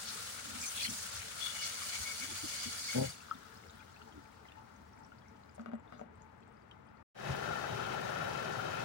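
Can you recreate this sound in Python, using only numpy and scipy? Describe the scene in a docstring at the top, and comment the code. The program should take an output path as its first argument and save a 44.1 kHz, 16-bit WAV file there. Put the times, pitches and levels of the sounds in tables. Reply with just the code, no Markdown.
"""Tap water sprays over cut green stems in a plastic colander, close up at a kitchen sink; a hand stirs.
The valve sticks and slips shut with a short groan. The run-off fizzes, drips ring as trapped bubbles,
and a few hollow knocks and a clink sound close by. After a moment of silence we are at the stove:
a gas flame rushes steadily and resonates in the gap under a wok.
Heard on a stereo pair of microphones, with the middle range stronger on the left."""
import sys
import numpy as np
from scipy import signal
from scipy.fft import rfft, irfft
from scipy.io import wavfile
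from scipy.ndimage import uniform_filter1d

SR = 44100
rng = np.random.default_rng(int(sys.argv[2]) if len(sys.argv) > 2 else 0)


def generate_wav(sig):
    """Save sig (samples, or channels by samples) to the path in sys.argv[1] as 16-bit PCM at SR."""
    pcm = np.round(np.clip(np.atleast_2d(sig).T, -1, 1) * 32767).astype(np.int16)
    wavfile.write(sys.argv[1], SR, pcm)


N = 389844
TIME = np.arange(N) / SR
BINS = np.maximum(np.fft.rfftfreq(N, 1 / SR), 1)
TAP_SHUT_S, SILENCE_FROM_S, SILENCE_TO_S = 3.054, 7.026, 7.145
CUTOFF_HZ = 15900

# modes of the hollow body that knocks and booms: f/Hz, level/dB, t60/s
HOLLOW_MODES = [(230, 16, 0.13), (608, 4.5, 0.07), (704, 3.5, 0.033), (1236, -2, 0.021),
                (1407, -6.5, 0.028), (1930, -18, 0.11), (2780, -17, 0.03), (3740, -31, 0.05)]


def from_db(db):
    """Decibels to gain."""
    return 10 ** (np.asarray(db) / 20)


def rms_one(x):
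    """Scale to unit rms."""
    return x / np.sqrt(np.mean(x ** 2) + 1e-20)


def at_hz(points, hz):
    """Read a table along log frequency."""
    known_hz, values = np.transpose(points)
    return np.interp(np.log(hz), np.log(known_hz), values)


def since(start):
    """Seconds gone by after a moment, zero before it."""
    return np.maximum(TIME - start, 0)


def fade_in(start, length):
    """A ramp from 0 to 1."""
    return np.clip((TIME - start) / length, 0, 1)


def hump(s, length):
    """A smooth rise and fall of height 1 around a moment."""
    return np.exp(-2 * np.minimum(((TIME - s) / length) ** 2, 20))


def filtered(x, order, hz, kind):
    """A low, high or band pass."""
    return signal.sosfilt(signal.butter(order, hz, kind, fs=SR, output="sos"), x)


def colour(x, spectrum):
    """Give a flat sound a spectrum; rms 1."""
    return rms_one(irfft(rfft(x) * from_db(at_hz(spectrum, BINS)), N))


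def drift(rate_hz):
    """A smooth random wander with spread 1."""
    step, run_in = 40, 2000
    pole = np.exp(-2 * np.pi * rate_hz * step / SR)
    noise = rng.standard_normal(N // step + run_in + 2)
    slow = signal.lfilter([1], [1, -2 * pole, pole * pole], noise)[run_in:]
    return np.interp(np.arange(N) / step, np.arange(len(slow)), rms_one(slow))


def ring(x, hz, t60):
    """One mode: a unit click starts a dying sine of height 1."""
    pole, angle = from_db(-60 / (t60 * SR)), 2 * np.pi * hz / SR
    return signal.lfilter([0, np.sin(angle)], [1, -2 * pole * np.cos(angle), pole * pole], x + 1e-18)


def resonate(x, resonances, waver_db, waver_hz=7):
    """Lift or cut narrow bands by a wavering amount, different at each microphone."""
    out = x.copy()
    for hz, width, *side_db in resonances:
        band = signal.lfilter(*signal.iirpeak(hz, hz / width, fs=SR), x)
        out += (from_db(side_db)[:, None] - 1) * band * from_db(waver_db * drift(waver_hz))
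    return out


def turbulence(flicker_db, flicker_hz):
    """Flat stereo noise, alike on both sides in the bass; each octave flickers by itself."""
    # likeness of the sound at the two microphones: f/Hz, correlation/0-1
    likeness = [(80, 1), (250, 0.69), (420, 0.86), (700, 0.37), (1100, 0.09), (15000, 0.045)]
    alike = np.clip(at_hz(likeness, BINS), -.99, .99)
    mid, side = rfft(rng.standard_normal((2, N)))
    both = np.sqrt(1 + alike) * mid + np.sqrt(1 - alike) * side * [[1], [-1]]
    octave = np.floor(np.log2(np.maximum(BINS, 64)))
    bands = (irfft(both * (octave == k), N) for k in np.unique(octave))
    return rms_one(sum(band * from_db(flicker_db * drift(flicker_hz)) for band in bands))


def swells(rows, width):
    """Short swells of noise, each in one narrow band whose width is a share of its pitch."""
    out = np.zeros(N)
    for s, db, hz, length in rows:
        near = np.abs(TIME - s) < 2 * length
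        band = filtered(rng.standard_normal(SR), 2, hz * np.exp([-width / 2, width / 2]), "band")
        swell = band[-near.sum():] * hump(s, length)[near]
        out[near] += from_db(db) * rms_one(swell) / 2
    return out


def kitchen(x, wet_db, t60):
    """Add the short tail of a small hard room, different at each microphone."""
    t = TIME[:SR // 2]
    tail = rng.standard_normal((2, len(t))) * from_db(-60 * t / t60) * (t > .003)
    tail /= np.sqrt(np.sum(tail ** 2) / 2)
    return x + from_db(wet_db) * signal.fftconvolve(np.atleast_2d(x), tail, axes=1)[:, :N]


def droplets(per_s, low_hz, cycles, spread_db, pitches=28):
    """Droplets burst at random, each ringing briefly at its own pitch and place; rms 1."""
    out = np.zeros((2, N))
    when, size, pitch, place, sign = rng.random((5, int(per_s * TIME[-1])))
    height = from_db(spread_db * np.minimum(-np.log(1 - size), 4.5)) * np.sign(sign - .5)
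    for k, hz in enumerate(np.geomspace(low_hz, CUTOFF_HZ, pitches)):
        chosen = (pitch * pitches).astype(int) == k
        at = (when[chosen] * N).astype(int)
        lag = (place[chosen] * SR / 1000).astype(int)   # up to 1 ms between the microphones
        clicks = np.array([np.bincount(i % N, height[chosen], N) for i in (at, at + lag)])
        out += hz * ring(clicks, hz, cycles / hz)
    return rms_one(out)


def running_tap():
    """The jet sprays off the stems; with the hand away it drills into one spot and the sink rings."""
    # spectrum of the jet on the stems: f/Hz, level/dB
    spray_spectrum = [(300, -29), (520, -0.5), (900, -7.5), (1400, 0), (2400, -4), (3400, -1), (4500, 2),
                      (7000, 4), (10000, 2), (11500, -6), (13800, -14), (15200, -1), (16000, -6.5)]
    # the stirring hand gets in the way and softens the spray: t/s, level/dB
    hand_shield = [(0, -2.5), (.55, -3.5), (.65, 0), (.95, 2.5), (1.1, -1), (1.3, -4.5), (1.45, -0.5)]
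    splash_db, spray_db, hand_away_s, fall_db_per_s = -39.5, -42, 1.387, 120
    drops = droplets(per_s=3500, low_hz=1096, cycles=48, spread_db=2)
    water = colour(turbulence(flicker_db=1.1, flicker_hz=9.7) + from_db(-5) * drops, spray_spectrum)
    ringing = sink_ringing(water)
    spatter = droplets(per_s=2200, low_hz=1683, cycles=70, spread_db=3.5, pitches=24)
    slop = splashes(0.4 * water + 0.6 * ringing + spatter)
    settled = 0.19 + 0.83 * fade_in(hand_away_s, 0.044)
    water = rms_one(water + settled * ringing)
    low_splash = signal.sosfiltfilt(signal.butter(3, 4200, fs=SR, output="sos"), water)
    fine_spray = water - low_splash
    shield_db = np.interp(TIME, *np.transpose(hand_shield))
    jet = from_db(splash_db + 0.15 * shield_db) * low_splash + from_db(spray_db + shield_db) * fine_spray
    return jet * from_db(1.16 * drift(24) - fall_db_per_s * since(TAP_SHUT_S)) + slop


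def sink_ringing(water):
    """What the sink's resonances add to the stream; those that the jet favours ring the most."""
    # resonances of the sink: f/Hz, width/Hz, left/dB, right/dB
    resonances = [(2240, 142, 10.5, 5), (2935, 48, 9.5, 3), (3390, 70, 9.5, -10), (4350, 170, 6, 7),
                  (4740, 96, 3, 5.5), (5830, 290, 5, -8), (6610, 150, 3.5, 4), (7000, 210, -10, 4)]
    # as the stems settle the jet favours one resonance after another: t/s, boost/dB, f/Hz, length/s
    focuses = [(1.465, 13.5, 3390, 0.11), (1.48, 7.5, 2935, 0.07), (1.62, 6, 3390, .07),
               (1.636, 10, 2935, 0.15), (2.733, 13, 4770, 0.82)]
    out, focus_octaves = 0, 0.054
    for row in resonances:
        boost_db = sum(db * hump(s, length) * np.exp(-(np.log2(row[0] / hz) / focus_octaves) ** 2)
                       for s, db, hz, length in focuses)
        out += from_db(boost_db) * (resonate(water, [row], waver_db=3, waver_hz=12) - water)
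    return out


def splashes(water, width=0.64):
    """Each slop of water is a short surge of one broad band of the stream."""
    # handfuls of water slop off the stems: t/s, level/dB, f/Hz, length/s
    slops = [(0.092, -45, 4630, 0.039), (0.624, -41.5, 6300, .021), (0.664, -38, 7050, 0.009),
             (0.8, -42, 2950, 0.068), (0.82, -42.5, 4700, 0.04), (.853, -36, 2200, .009),
             (0.879, -41, 2150, 0.0059), (0.902, -47, 6500, 0.013), (1.174, -48, 4600, .033),
             (1.22, -51, 2220, 0.034), (1.466, -56, 3740, 0.038), (1.639, -41, 4400, 0.023),
             (2.88, -48, 4600, 0.073), (4.502, -70, 2200, 0.055), (5.556, -66, 7300, .014),
             (5.613, -67.5, 6000, 0.009)]
    out = 0
    for s, db, hz, length in slops:
        edges = np.minimum(hz * np.exp([-width / 2, width / 2]), CUTOFF_HZ)
        out += from_db(db) * hump(s, length) * rms_one(filtered(water, 2, edges, "band"))
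    return out


def room_tone():
    """Low kitchen ambience behind the sink, with a few wavering resonances."""
    # spectrum of the room's air: f/Hz, level/dB
    spectrum = [(25, -30.5), (45, -9), (80, 6.5), (115, 1.5), (160, -1.5), (230, 4.5), (340, -6.5),
                (500, -6.5), (700, -7), (900, -6.5), (1400, -12), (2000, -14), (3200, -28), (6500, -50),
                (13000, -61.5)]
    # resonances of the room: f/Hz, width/Hz, left/dB, right/dB
    resonances = [(255, 57, -4.5, -6), (451.3, 21.6, 5, -13), (872.4, 32, 7, 9)]
    air = colour(turbulence(flicker_db=.5, flicker_hz=20), spectrum)
    return from_db(-58) * resonate(air, resonances, waver_db=6.5)


def low_swells(thud_hz=89.6):
    """Soft bumps, water rumbling in the sink and a flutter of the flame, each over a weaker low thud."""
    # short low swells: t/s, level/dB, f/Hz, length/s
    surges = [(0.524, -53.5, 248, 0.13), (0.903, -47.5, 215, 0.049), (1.18, -56, 87, .07),
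              (2.013, -52, 79, 0.036), (2.33, -52, 83.4, .025), (2.318, -53.5, 310, 0.036),
              (2.448, -45, 276, 0.026), (2.67, -46, 255, 0.022), (3.074, -43.5, 129, 0.032),
              (4.177, -54, 308, 0.052), (7.31, -37, 128.5, 0.03), (7.745, -41.5, 114, .025),
              (8.599, -47, 121, 0.03)]
    thuds = [(s, db - 5.5, thud_hz, length * 0.84) for s, db, _, length in surges]
    return swells(surges, width=0.27) + swells(thuds, width=0.49)


def gurgles():
    """Air gurgles between the stems in short, almost pitched bursts."""
    # pockets of air: t/s, level/dB, f/Hz, length/s
    pockets = [(.64, -46, 2360, 0.021), (.678, -44.5, 6200, 0.024), (.80, -47, 3270, 0.031),
               (.842, -40.5, 4320, 0.028), (.863, -44.5, 3140, 0.013), (1.635, -46.5, 2250, 0.031),
               (1.825, -49.5, 1170, 0.016), (2.085, -46.5, 2240, 0.052), (2.215, -50, 2240, 0.018),
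               (2.895, -45, 2210, .018)]
    return swells(pockets, width=0.065)


def closing_tap(jitter=.05):
    """The valve sticks and slips, faster and brighter as it tightens, and shakes the tap's modes."""
    # the valve grabs twice: t/s, length/s, level/dB
    grabs = [(2.942, 0.0784, -30), (3.014, 0.03, -36.5)]
    # modes of the tap: f/Hz, level/dB, t60/s
    modes = [(128, -13, .03), (238, 2, .034), (345, -16, .03), (468, -6, .04), (540, 2, .04),
             (810, -9, .045)]
    slip_hz, rise_hz_per_s, attack_s, release_db_per_s = 116, 260, 0.021, 604.5
    first_s, first_length, _ = grabs[0]
    tightened_s = np.minimum(since(first_s), first_length)
    turns = np.cumsum((slip_hz + rise_hz_per_s * tightened_s) * (1 + jitter * drift(65.2))) / SR
    slips = np.diff(np.floor(turns), prepend=0) * from_db(2.5 * drift(80))
    friction = slips + from_db(-33) * rng.standard_normal(N)   # grinding between the slips
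    tilt_db_per_oct = -4.5 + 61 * tightened_s
    body = sum(ring(friction, hz, t60) * from_db(db + tilt_db_per_oct * np.log2(hz / slip_hz))
               for hz, db, t60 in modes)
    body = filtered(body, 7, [85, 860], "band")
    even_groan = body / np.sqrt(uniform_filter1d(body ** 2, size=SR // 30) + 1e-12)
    envelopes = [fade_in(s, attack_s) * from_db(db - release_db_per_s * since(s + length))
                 for s, length, db in grabs]
    return even_groan * np.max(envelopes, axis=0)


def runoff(start_db=-54.5, loss_db=32.5, drain_s=3):
    """Water seeps through the colander in a fizz that thins out, fast at first and then slowly."""
    # spectrum of the seeping water: f/Hz, level/dB
    spectrum = [(300, -13), (800, 2), (1400, 17), (2300, 4.5), (3200, 6.5), (5200, 5.5), (7000, 1.5),
                (10000, -3.5), (13800, -16.5), (14900, 0), (15800, -0.5)]
    # the recorder briefly turns the hiss down after the knocks: t/s, depth/dB, length/s
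    recorder_ducks = [(5.755, 13, 0.1), (6.085, 8, 0.065)]
    drained = 1 - np.exp(-since(TAP_SHUT_S) / drain_s)
    duck_db = sum(db * hump(s, length) for s, db, length in recorder_ducks)
    drops = droplets(per_s=1200, low_hz=900, cycles=40, spread_db=2.8)
    fizz = colour(turbulence(flicker_db=1.5, flicker_hz=45) + from_db(-8.5) * drops, spectrum)
    return from_db(start_db - loss_db * drained - duck_db) * fizz * fade_in(TAP_SHUT_S, 0.19)


def ticks(per_s=36, start_db=-54, spread_db=10, fade_db_per_s=8):
    """Tiny bubbles burst on the wet stems, ever more faintly, each louder on one side or the other."""
    bursts = (rng.random(N) < per_s / SR) * (TIME > TAP_SHUT_S)
    scatter_db = spread_db * np.clip(rng.standard_normal((2, N)), -2, 2)
    height = from_db(start_db - fade_db_per_s * since(TAP_SHUT_S) + scatter_db)
    return filtered(bursts * height + 1e-18, 1, 6000, "high")


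def faint_drips(per_s=16, start_db=-45.5, spread_db=3, fade_db_per_s=4.5, low_hz=1680, high_hz=8800):
    """Random drips that weaken as the colander empties, as rows of t/s, level/dB, f/Hz."""
    span = SILENCE_FROM_S - TAP_SHUT_S
    when, size, pitch = rng.random((int(per_s * span), 3)).T
    age = when * span
    db = start_db - fade_db_per_s * age + spread_db * (2 * size - 1)
    return list(zip(TAP_SHUT_S + age, db, low_hz * (high_hz / low_hz) ** pitch))


def drips(cycles=52):
    """Each drip traps a bubble whose tone swells within two cycles and rings briefly."""
    # the clearest drips: t/s, level/dB, f/Hz
    clear_drips = [(3.3105, -23, 1305), (3.312, -45, 3170), (3.707, -47, 6800), (3.756, -48, 9050),
                   (4.014, -45, 1400), (4.017, -47, 2870), (4.123, -50, 3180), (4.325, -54, 2220),
                   (4.452, -47, 2000), (4.485, -46, 3100), (4.519, -47, 2780), (4.52, -51, 3580),
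                   (5.048, -49.5, 5550), (5.119, -43.5, 1430), (5.548, -50, 8900), (6.22, -49, 6640)]
    out, t = np.zeros(N), TIME[:SR // 10]
    for s, db, hz in list(clear_drips) + faint_drips():
        at, turns = int(s * SR), hz * t
        envelope = from_db(db - 60 * turns / cycles) * (1 - np.exp(-(turns / 1.5) ** 2))
        out[at:at + len(t)] += envelope * np.sin(2 * np.pi * turns)
    return out


def knocks(falloff_db_per_oct=12.5):
    """Each knock lands elsewhere on the hollow body, favours the modes near one pitch and chatters."""
    # hollow knocks close by: t/s, level/dB, favoured f/Hz
    hits = [(5.58, -47.5, 600), (5.595, -40.5, 1400), (5.66, -34.5, 1460), (5.7163, -44, 1300),
            (5.734, -40.5, 676), (5.9235, -38.5, 1420), (5.994, -41.5, 1150), (6.013, -42, 700)]
    contacts_per_s, chatter_db, fade_db_per_s = 460, -14.5, 300
    s, db, favoured_hz = np.transpose(hits)
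    dying = sum(from_db(level + chatter_db - fade_db_per_s * np.minimum(since(at), 1)) * (TIME > at)
                for at, level in zip(s, db))
    chatter = dying * rng.standard_normal(N) * (rng.random(N) < contacts_per_s / SR)
    out = from_db(-7) * filtered(chatter, 2, 8000, "low")   # the bare ticks of the small contacts
    for hz, mode_db, t60 in HOLLOW_MODES:
        heights = from_db(db + mode_db - falloff_db_per_oct * np.abs(np.log2(hz / favoured_hz)))
        strikes = np.bincount((s * SR).astype(int), heights, N)
        rattle = from_db(mode_db - 6.4 * np.abs(np.log2(hz / 1500))) * chatter
        out += ring(strikes + rattle, hz, t60)
    return filtered(out, 2, 150, "high")


def booms(waver=0.0453, fall_db_per_s=502):
    """Among the knocks the hollow body's lowest mode swells into a nearly pure tone and rings out."""
    # crests of the booming: t/s, level/dB, rise/s
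    crests = [(5.61, -38.5, 0.027), (5.683, -47, .012), (5.741, -34, 0.012)]
    turns = np.cumsum(HOLLOW_MODES[0][0] * (1 + waver * drift(37.1))) / SR
    level = sum(from_db(db) * np.where(TIME < s, hump(s, rise), from_db(-fall_db_per_s * since(s)))
                for s, db, rise in crests)
    return level * np.sin(2 * np.pi * turns)


def scrapes():
    """Light rubbing that catches and crackles."""
    # rubs around the last knocks: t/s, level/dB, f/Hz, length/s
    rubs = [(5.95, -74, 3900, 0.063), (5.955, -82, 5060, .055), (5.997, -71, 6400, 0.023)]
    return swells(rubs, width=.2) * from_db(4 * drift(200))


def clink(at_s=6.712, strike_db=-52):
    """One light touch on something hard rings briefly."""
    # modes of the hard object: f/Hz, level/dB, t60/s
    modes = [(3090, 5.5, 0.024), (3740, -13, .06), (5900, -18, 0.02), (7700, -29, .015)]
    click = np.bincount([int(at_s * SR)], [from_db(strike_db)], N)
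    return sum(from_db(db) * ring(click, hz, t60) for hz, db, t60 in modes)


def burner():
    """The gas flame's turbulent rush swells, flares once and holds; the gap under the wok sings."""
    # spectrum of the flame: f/Hz, level/dB
    spectrum = [(25, -24), (60, -11.5), (125, 4), (170, 0), (300, -7.5), (420, -3), (780, 0.5),
                (1050, -8.5), (1700, -7), (2300, -13), (3200, -16), (6200, -20.5), (8000, -29), (9500, -28),
                (13800, -39.5), (15200, -29.5)]
    # resonances of the wok over the flame: f/Hz, width/Hz, left/dB, right/dB
    wok_resonances = [(396, 39, 6.8, 5.5), (524, 107, 2.8, 6.5), (837, 31, 2.9, -2), (970, 13, 3.2, -10),
                      (1057, 23, 5.2, 8), (1782, 34, 7, -4), (2604, 82, 8.4, 7), (3070, 110, 7.2, 7),
                      (3790, 50, 10, 3.5)]
    # the singing resonance of the gap: f/Hz, width/Hz, left/dB, right/dB
    gap_resonance = [(1385, 110, 8, 3.5)]
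    flame_db, rise_s, flare_db, flare_s, song_s = -39.5, 0.14, 1.5, 7.305, 7.36
    flame = colour(turbulence(flicker_db=1.24, flicker_hz=51), spectrum)
    rush = rms_one(resonate(flame, wok_resonances, waver_db=2.5))
    song = resonate(rush, gap_resonance, waver_db=1.2) - rush
    level = from_db(flame_db + flare_db * hump(flare_s, 0.048)) * fade_in(SILENCE_TO_S, rise_s) ** 0.81
    return level * (rush + fade_in(song_s, 0.02) * song)


def scene():
    """First at the sink, then silence, then at the stove."""
    # a resonance on the steady sounds, at the left microphone: f/Hz, width/Hz, left/dB, right/dB
    port_resonance = [(1363, 237, 5.53, 0.027)]
    room = room_tone()
    handling = kitchen(knocks() + scrapes() + clink(), wet_db=-7, t60=0.07)
    groan = kitchen(closing_tap(), wet_db=-20, t60=.15)
    sink = running_tap() + runoff() + room
    before_silence = 1 - fade_in(SILENCE_FROM_S, 0.00283)
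    steady = resonate(sink * before_silence + burner(), port_resonance, waver_db=1.5)
    bubbling = kitchen(gurgles(), wet_db=-0.5, t60=0.063)
    dripping = kitchen(drips() + ticks(), wet_db=-8, t60=.09)
    return steady + bubbling + dripping * before_silence + handling + groan + low_swells() + booms()


def record(dry):
    """The left microphone hears everything a little later and the mids more strongly; the top is cut."""
    # left microphone against right: f/Hz, level/dB
    balance = [(60, 2.6), (200, 2.48), (270, 0.7), (420, 6), (700, 7.88), (1000, 8.84), (1400, 9.45),
               (2200, 8.22), (3000, 4.96), (4200, -1), (5200, 1.9), (6500, 0.16), (15000, 0.8)]
    left_lag_s = .00084
    ratio = from_db(at_hz(balance, BINS))
    delay = np.exp(-2j * np.pi * BINS * left_lag_s)
    sides = np.array([ratio * delay, np.ones_like(ratio)]) * np.sqrt(2 / (1 + ratio ** 2))
    low_pass = 1 / np.sqrt(1 + (BINS / CUTOFF_HZ) ** 800)
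    return irfft(rfft(dry) * sides * low_pass, N)


dry = scene()
out = record(dry)
generate_wav(out)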